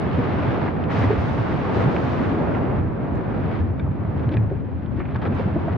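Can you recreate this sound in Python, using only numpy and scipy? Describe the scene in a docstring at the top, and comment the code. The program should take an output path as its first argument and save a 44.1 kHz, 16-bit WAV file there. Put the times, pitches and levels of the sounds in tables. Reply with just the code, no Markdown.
"""Close to a boiling lava vent

The crater rumbles a short way from a stereo microphone, and wind buffets both ports. Big gas bubbles
burst with booms and small ones with gulps, echoing off the walls. Escaping gas roars and hisses, and its
surges throw up spray. Wet clots splat down, cinders clack on the rock, crust crunches and ash ticks."""
import sys
import numpy as np
from scipy import signal
from scipy.fft import rfft, irfft, next_fast_len
from scipy.io import wavfile
from scipy.ndimage import map_coordinates

SR = 44100
rng = np.random.default_rng(int(sys.argv[2]) if len(sys.argv) > 2 else 0)


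def waveform_to_disk(signal):
    """Save audio, clipped to [-1, 1], as 16-bit WAV at the path in sys.argv[1]."""
    frames = np.transpose(np.atleast_2d(signal))
    scaled = np.clip(frames, -1, 1) * 32767
    samples = np.round(scaled).astype(np.int16)
    wavfile.write(sys.argv[1], SR, samples)


N = 254456


def amp(db):
    """Decibels to gain."""
    return 10 ** (np.asarray(db) / 20)


def unit(x):
    """x at rms 1."""
    return x / np.sqrt(np.mean(x ** 2) + 1e-20)


def together(gains):
    """The joint strength of unrelated sounds: their powers sum."""
    return np.sqrt(sum(gain ** 2 for gain in gains))


def along(points, hz):
    """(Hz, value) points read on a log axis."""
    freqs, values = np.transpose(points)
    return np.interp(np.log(hz + 1), np.log(freqs + 1), values)


def shaped(x, spectrum):
    """x filtered by a curve of (Hz, dB) points."""
    size = next_fast_len(N + SR // 2)
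    gain = amp(along(spectrum, np.fft.rfftfreq(size, 1 / SR)))
    return irfft(rfft(x, size) * gain, size)[..., :N]


def butter(x, hz, kind, order=2):
    """x through a low-, high- or band-pass filter."""
    return signal.sosfilt(signal.butter(order, hz, kind, fs=SR, output="sos"), x)


def noise(spectrum):
    """Two unrelated noises with this spectrum, at rms 1."""
    return unit(shaped(rng.standard_normal((2, N)), spectrum))


def spread(pair, side_db):
    """Two unrelated signals as the centre and the width of a stereo sound."""
    side = amp(side_db) * pair[1]
    return unit(np.array([pair[0] + side, pair[0] - side]))


def wobble(per_s):
    """A smooth random curve with per_s knots a second."""
    knots = rng.standard_normal(int(N * per_s / SR) + 4)
    return map_coordinates(knots, [np.arange(N) * per_s / SR])


def patter(per_s, scatter_db):
    """Two streams of tiny impacts at random times and of uneven size."""
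    hits = (rng.random((2, N)) < per_s / SR) * rng.standard_normal((2, N))
    return unit(hits * amp(scatter_db * rng.standard_normal((2, N)).clip(-2, 2)))


def hump(peak_s, length_s):
    """A smooth rise to 1 and the fall after it."""
    return np.exp(-(2 * (np.arange(N) / SR - peak_s) / length_s) ** 2)


def swell(t, length_s, order):
    """An envelope that peaks at half the length, then dies; a higher order starts more softly."""
    u = 2 * t / max(length_s, .004)
    return (u * np.exp(1 - u)) ** order


def add(track, start_s, sound):
    """Mix a sound into a track."""
    part = track[..., max(round(start_s * SR), 0):][..., :sound.shape[-1]]
    part += sound[..., :part.shape[-1]]


# Churning lava, heard from close by: frequency_hz, level_db
RUMBLE_SPECTRUM = [(15, -46.5), (28, -26.5), (50, -14.5), (70, -5), (88, 0), (108, -2), (130, -2.5),
                   (200, -8.5), (290, -10), (450, -24.5), (900, -55.5), (2000, -100)]
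def rumble():
    """Lava churns in the crater with a low, uneven rumble and settles briefly near the end."""
    level_db = -25 - 4.5 * hump(peak_s=4.81, length_s=0.77) + 0.99 * wobble(13)
    return amp(level_db) * spread(noise(RUMBLE_SPECTRUM), side_db=-6.5)


# Gas flow at the mouth of the vent: time_s, level_db
GAS_FLOW = [(0.0, -32), (0.42, -31), (.685, -29), (.705, -33), (0.87, -30.5), (1.0, -29), (1.15, -32),
            (1.58, -31.5), (1.8, -27), (2.0, -29.5), (2.4, -28.5), (2.77, -29.5), (2.82, -35), (3.3, -32.5),
            (3.56, -34), (3.66, -38), (3.9, -40), (4.21, -35), (4.69, -43.5), (5.18, -39.5), (5.26, -32),
            (5.4, -36), (5.77, -33.5)]
# The tone of its roar: frequency_hz, level_db
ROAR_SPECTRUM = [(60, -40.5), (150, 1.5), (260, 0), (400, -2), (600, -5.5), (900, -11), (1500, -19),
                 (2500, -30.5), (5000, -82.5)]
def roar(puffs):
    """Escaping gas roars in puffs, louder as the flow grows."""
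    level_db = flow_db(np.arange(N) / SR) + 5.5 + 0.59 * puffs
    return amp(level_db) * spread(noise(ROAR_SPECTRUM), side_db=-3)


def flow_db(time_s):
    """The strength of the gas flow at a given time."""
    return np.interp(time_s, *np.transpose(GAS_FLOW))


def surge(crest_s, growth_db_per_s, choke_db_per_s=401.5):
    """Gas pressure builds or holds nearly level up to a crest, then the vent chokes."""
    t = np.arange(N) / SR - crest_s
    return amp(np.minimum(growth_db_per_s * t, -choke_db_per_s * t))


def blast(start_s, hold_s, release_db_per_s, attack_s=0.027):
    """A tear opens quickly, holds while gas escapes, and closes at its own speed."""
    t = np.maximum(np.arange(N) / SR - start_s, 0)
    return np.minimum(t / attack_s, 1) * amp(-release_db_per_s * np.maximum(t - hold_s, 0))


# Surges in the vent: crest_s, spray_db, growth_db_per_s
GAS_SURGES = [(0.688, -44.5, 3), (2.79, -56, -1.5), (3.53, -49.5, 28.5), (4.24, -58.5, 46.5),
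              (4.37, -61.5, 19), (5.76, -51.5, 12.5)]
# Blasts through fresh tears in the lava: start_s, hold_s, release_db_per_s, spray_db, hiss_db
GAS_BLASTS = [(0.12, 0.45, 110, -50, -73.5), (0.884, 1.39, 46, -45, -68), (0.892, 0.16, 300, -43.5, -61.5),
              (0.972, 0.025, 396, -45, -59), (1.167, 0.17, 123, -60.5, -65.5),
              (1.72, 0.12, 294, -45, -62.5), (1.893, 0.21, 62.5, -54, -66), (2.487, .12, 67.5, -55, -77),
              (3.515, 0.035, 106, -48, -84), (4.15, .08, 119.5, -59, -81.5), (5.214, 0.04, 65, -53, -94),
              (5.342, 0.042, 60, -46.5, -74.5)]
# Spray over the vent: frequency_hz, level_db
SPRAY_SPECTRUM = [(250, -24.5), (700, 3.5), (1200, 0.5), (1800, -4.5), (2600, -11), (3600, -18.5),
                  (5000, -30), (7000, -46.5), (10000, -67.5), (12000, -76)]
def spray(puffs):
    """Gas tears drops off the lava: a drizzle in the steady flow, more in surges and blasts."""
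    drizzle = amp(-32.5 + 0.73 * flow_db(np.arange(N) / SR))
    surges = [amp(db) * surge(crest_s, growth) for crest_s, db, growth in GAS_SURGES]
    blasts = [amp(db) * blast(*timing) for *timing, db, _ in GAS_BLASTS]
    thrown = together([drizzle] + surges + blasts) * amp(10.5 + 0.25 * puffs + 0.95 * wobble(70))
    drops = patter(per_s=5000, scatter_db=-1) + 0.88 * rng.standard_normal((2, N))
    return thrown * spread(shaped(drops, SPRAY_SPECTRUM), side_db=-3.5)


# Gusts at the microphone: peak_s, level_db, length_s, left_over_right_db
WIND_GUSTS = [(2.608, -41.5, 4.7, 7), (4.581, -28, 0.43, 9.5), (4.97, -29.5, 0.29, 17.5)]
# Buffeting on its ports: frequency_hz, level_db
BUFFET_SPECTRUM = [(15, -41), (40, -13.5), (80, 7.5), (130, -3), (250, -2.5), (800, -82), (3000, -130)]
def wind(breeze_db=-42):
    """A breeze buffets each port on its own; the gusts strike the left one harder."""
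    gusts = [amp([[db + pan_db / 2], [db - pan_db / 2]]) * hump(peak_s, length_s)
             for peak_s, db, length_s, pan_db in WIND_GUSTS]
    lumps = amp(2.8 * np.array([wobble(24), wobble(8.2)]))
    return together([amp(breeze_db)] + gusts) * unit(lumps * noise(BUFFET_SPECTRUM))


# Gas jets at close range: frequency_hz, level_db
HISS_SPECTRUM = [(1500, -30), (3500, 4), (5500, -2), (7500, -14), (10000, -26.5), (12000, -38.5)]
def jets():
    """In each blast, gas forced through the tear hisses above the roar."""
    strength = together(amp(db + 7) * blast(*timing) for *timing, _, db in GAS_BLASTS)
    return strength * spread(noise(HISS_SPECTRUM), side_db=-3)


def bubbles(rows, waver, onset_order, puff_db):
    """A bursting bubble lets out a puff of gas and rings its cavity."""
    out, t = np.zeros(N), np.arange(SR // 4) / SR
    for start_s, db, hz, length_s, rise in rows:
        flutter = map_coordinates(rng.standard_normal(50), [t * 190], mode="mirror")
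        # The pitch climbs as the skin tears open, or sinks as the cavity swells.
        glide = 1 + rise * np.tanh(2 * t / length_s - 1) + waver * flutter
        ring = np.sin(2 * np.pi * hz * np.cumsum(glide) / SR)
        puff = unit(butter(rng.standard_normal(len(t)), [1.3 * hz, 2 * hz], "band"))
        add(out, start_s, amp(db) * swell(t, length_s, onset_order) * (ring + amp(puff_db) * puff))
    return butter(out, 2200, "low", order=3)  # the bubbles carry no bright edge


def gurgle(count=40):
    """Lesser bubbles pop at random, as loud as the gas flow allows."""
    when, faintness, pitch, life, bend = rng.random((count, 5)).T
    start_s = when * N / SR
    level_db = flow_db(start_s) + 8 - 21.5 * faintness
    pitch_hz, length_s = 280 * 3 ** pitch, 0.0028 * (1 + life)
    rows = zip(start_s, level_db, pitch_hz, length_s, 0.18 * bend)
    return bubbles(rows, waver=0.026, onset_order=1, puff_db=-4.5)


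# Big bubbles, straight ahead in the vent: start_s, level_db, pitch_hz, length_s, rise_ratio
BIG_BUBBLES = [(.173, -15, 115, .035, -.2), (.455, -13, 131, 0.048, -0.14), (.67, -13.5, 146, .03, 0.12),
               (.974, -6.5, 110.3, 0.05, -0.13), (1.01, -12, 94.3, 0.069, 0.00016),
               (1.06, -8, 99.7, 0.033, 0.17), (1.168, -9, 77.4, 0.039, 0.026),
               (1.373, -9.5, 118, 0.051, -0.13), (1.75, -11.5, 107, 0.048, 0.089),
               (1.805, -6.5, 99, 0.045, .3), (1.85, -7, 143, 0.039, 0.064), (2.041, -11, 141, 0.025, -0.26),
               (2.692, -10, 86.5, 0.019, -0.17), (2.765, -7.5, 84.4, 0.063, 0.24),
               (2.849, -11, 98, 0.026, -0.12), (3.588, -7.5, 82.2, 0.067, .28),
               (3.818, -13.5, 98.5, 0.025, -0.11), (3.87, -13, 97.6, 0.049, 0.19),
               (4.254, -7, 121, 0.042, -0.31), (4.338, -7.5, 111, 0.068, -0.014),
               (4.38, -13, 104, 0.11, .03), (4.558, -14, 87, 0.035, 0.14), (5.149, -8.5, 107, 0.025, 0.089),
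               (5.235, -14, 90.6, 0.078, 0.21), (5.402, -13, 122, .035, -0.29),
               (5.449, -11, 135, 0.02, 0.47), (5.685, -11, 94.3, 0.072, 0.34)]
def booms():
    """Large cavities burst open with a deep, soft-edged boom."""
    return amp(-8) * bubbles(BIG_BUBBLES, waver=0.036, onset_order=2, puff_db=-16.5)


# Small bubbles among them: start_s, level_db, pitch_hz
SMALL_BUBBLES = [(.179, -16.5, 236), (.599, -26, 610), (1.036, -14, 270.4), (1.102, -11.5, 402),
                 (1.125, -17, 390), (2.197, -18.5, 242), (2.307, -18.5, 264), (4.231, -30, 560),
                 (4.29, -23.5, 232.6), (4.314, -20, 300), (4.338, -21, 347), (4.511, -20, 354),
                 (4.511, -31, 494), (4.611, -40, 538), (4.682, -31.5, 473), (4.921, -35, 567),
                 (4.98, -23.5, 317), (5.002, -24.5, 332), (5.297, -20, 215), (5.394, -18.5, 497),
                 (5.454, -20.5, 195), (5.556, -18.5, 309), (5.561, -23, 630), (5.678, -19.5, 642)]
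def gulps(cycles=4.12, rise=0.098):
    """A small cavity rings for a set number of swings, so low gulps last longer."""
    rows = [(start_s, db, hz, cycles / hz, rise) for start_s, db, hz in SMALL_BUBBLES]
    return amp(-1) * bubbles(rows, waver=0.058, onset_order=1, puff_db=-13.5)


# Echo from the crater walls: frequency_hz, t60_s
CRATER_DECAY = [(80, 0.23), (500, 0.81), (5000, 0.089)]
def crater_echo(x):
    """The walls throw back a tail in which the low middle range lasts longest."""
    hz, t, spectra = signal.stft(rng.standard_normal((2, SR // 2)), SR, nperseg=256)
    decay = amp(-60 * t / along(CRATER_DECAY, hz)[:, None])
    _, tail = signal.istft(spectra * decay, SR, nperseg=256)
    return signal.fftconvolve(x, tail / np.linalg.norm(tail[0]), axes=1)[:, :N]


# Wet clots landing nearby: start_s, level_db, length_s, pitch_hz
CLOT_LANDINGS = [(0.654, -24, 0.013, 874), (0.678, -20, 0.011, 1380), (0.889, -23, 0.038, 1500),
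                 (0.986, -26, 0.11, 1290), (1.109, -22.5, 0.016, 1810), (2.534, -27.5, 0.026, 1790),
                 (3.524, -38.5, 0.03, 1700), (4.328, -36, 0.039, 1295), (4.969, -30.5, 0.05, 1290),
                 (4.995, -28.5, 0.023, 1500), (5.048, -31, 0.014, 1800), (5.078, -32.5, 0.039, 1700),
                 (5.149, -21.5, 0.02, 1020), (5.212, -24, 0.024, 1150), (5.254, -21, 0.014, 1160),
                 (5.319, -27, 0.014, 1700), (5.673, -29, 0.031, 1010)]
# The tone they share: frequency_hz, gain_db
SPLAT_SPECTRUM = [(100, -11.5), (400, 23), (2500, 9.5), (4000, -3.5), (6000, -35.5), (11000, -48.5)]
def splats():
    """A clot breaks up on landing in a short crackling slap with its own pitch."""
    out, t = np.zeros((2, N)), np.arange(SR // 4) / SR
    crackle = spread(patter(per_s=2400, scatter_db=1), side_db=-12)
    for start_s, db, length_s, hz in CLOT_LANDINGS:
        drops = np.roll(crackle, -round(start_s * SR), axis=1)[:, :len(t)]
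        body = unit(butter(drops, [0.58 * hz, 1.77 * hz], "band"))
        add(out, start_s, amp(db - 24.5) * swell(t, length_s, order=2) * (body + 0.38 * drops))
    return shaped(out, SPLAT_SPECTRUM)


# Cinders striking rock to either side of the microphone: start_s, level_db, pitch_hz, ring_t60_s,
# upper_tilt_db_per_octave, left_over_right_db, crack_db, crack_top_hz
CINDER_HITS = [(0.8395, -30.5, 2600, .024, 3, 3, 22.5, 4530), (1.1295, -39, 2070, .02, -3, 2.5, 23, 5200),
               (1.9645, -23, 2850, .022, -12, -1.5, 21, 3200),
               (2.5505, -26, 2000, .045, -24, -10.5, 9.5, 2400),
               (3.7948, -29, 2330, 0.033, 7, -0.5, 12.5, 4800),
               (3.7983, -32, 2250, 0.036, 0, -0.5, 12.5, 4400),
               (4.2918, -29.5, 2160, .024, -9.5, 4, 20, 3500), (4.3195, -34.5, 2250, .05, -2, 2, 14, 6000),
               (4.3305, -40, 2300, .045, -4, -0.5, 9, 4400), (4.339, -31.5, 2250, .045, 1, 1, 13.5, 4370),
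               (4.3695, -27, 2430, .05, -21, -1, 20.5, 3400), (4.861, -47, 2910, .025, 5, -5, 20.5, 6470),
               (5.147, -39, 2970, .02, -1, 6, 22, 7460)]
# A cinder's modes, the lowest the knock of its whole body: pitch_ratio, level_db, ring_time_ratio
RING_MODES = [(.27, 7, .55), (.69, 4.5, 1), (.76, -1, .9), (1, 2, 1), (1.07, -4, 1), (1.56, -2.5, .6)]
# Its first sharp contact: frequency_hz, gain_db
CRACK_SPECTRUM = [(200, -10), (1000, 1), (3000, -1), (4200, -12), (5500, -24), (7000, -43), (12000, -75)]
def cinders(attack_s=.0006, crack_t60_s=.008):
    """Cooled cinders knock and ring briefly; a hard corner cracks brightly, a blunt face only clacks."""
    rings, cracks, t = np.zeros((2, N)), np.zeros((2, N)), np.arange(SR // 8) / SR
    for start_s, db, hz, ring_s, tilt_db, pan_db, crack_db, top_hz in CINDER_HITS:
        blow = amp(db - 10) * amp([[pan_db / 2], [-pan_db / 2]])
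        ring = np.zeros(len(t))
        for ratio, mode_db, life in RING_MODES:
            struck_db = mode_db + rng.normal(0, 1.5) + tilt_db * max(np.log2(ratio), 0)
            ring += amp(struck_db - 60 * t / (life * ring_s)) * np.sin(2 * np.pi * hz * ratio * t)
        crack = amp(crack_db - 60 * t / crack_t60_s) * rng.standard_normal(len(t))
        add(rings, start_s, blow * ring * (1 - np.exp(-t / attack_s)))
        add(cracks, start_s, blow * butter(crack, top_hz, "low", order=3))
    return butter(rings, 4000, "low", order=6) + shaped(cracks, CRACK_SPECTRUM)


# Brittle crust crumbling close by: start_s, level_db, length_s
CRUST_BREAKS = [(1.09, -45.5, 0.05), (3.498, -59, 0.056), (4.313, -47, 0.035), (4.956, -59, 0.04),
                (4.993, -52.5, 0.0096), (5.092, -59, 0.061), (5.157, -46, 0.011), (5.216, -48.5, 0.026),
                (5.252, -48.5, 0.025)]
# The tone of its fractures: frequency_hz, gain_db
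CRUNCH_SPECTRUM = [(500, -10), (1500, 3), (3300, -2), (5000, -16), (6000, -28), (8000, -52), (12000, -75)]
def crunches():
    """Cooled crust gives way in a quick run of dry snaps."""
    out, t = np.zeros((2, N)), np.arange(SR // 8) / SR
    for start_s, db, length_s in CRUST_BREAKS:
        snaps = spread(patter(per_s=1900, scatter_db=-2)[:, :len(t)], side_db=-13.5)
        gate = np.exp(-(2 * t / length_s - 1) ** 6)
        add(out, start_s, amp(db + 9.5) * unit(snaps * gate) * np.sqrt(length_s / t[-1]))
    return shaped(out, CRUNCH_SPECTRUM)


# Ash landing right on the microphone: start_s, level_db
ASH_GRAINS = [(3.155, -51), (5.35, -50)]
def ash_ticks(t60_s=0.0202):
    """Wind-borne grains strike the housing with tiny bright ticks."""
    out, t = np.zeros((2, N)), np.arange(SR // 16) / SR
    for start_s, db in ASH_GRAINS:
        add(out, start_s, amp(db - 60 * t / t60_s) * rng.standard_normal((2, len(t))))
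    return butter(out, [4500, 7500], "band")


def scene():
    """Bursts and falling lava echo over the fountain, with wind and ash at the microphone."""
    events = booms() + gulps() + gurgle() + splats() + crunches() + cinders()
    echo = amp(-19) * crater_echo(events)
    puffs = wobble(30)  # roar and spray pulse together
    fountain = rumble() + roar(puffs) + spray(puffs)
    lean = amp([[-0.11], [0.11]])  # the vent lies a touch to the right
    return events + echo + lean * fountain + jets() + ash_ticks() + wind()


def record(dry):
    """The microphone sheds the deepest bass and the top treble; a 4 ms fade ends it without a click."""
    heard = butter(dry, 28, "high")
    fade = np.minimum(np.arange(N)[::-1] / (.004 * SR), 1)
    return butter(heard * fade, 12000, "low", order=12)


dry = scene()
out = record(dry)
waveform_to_disk(out)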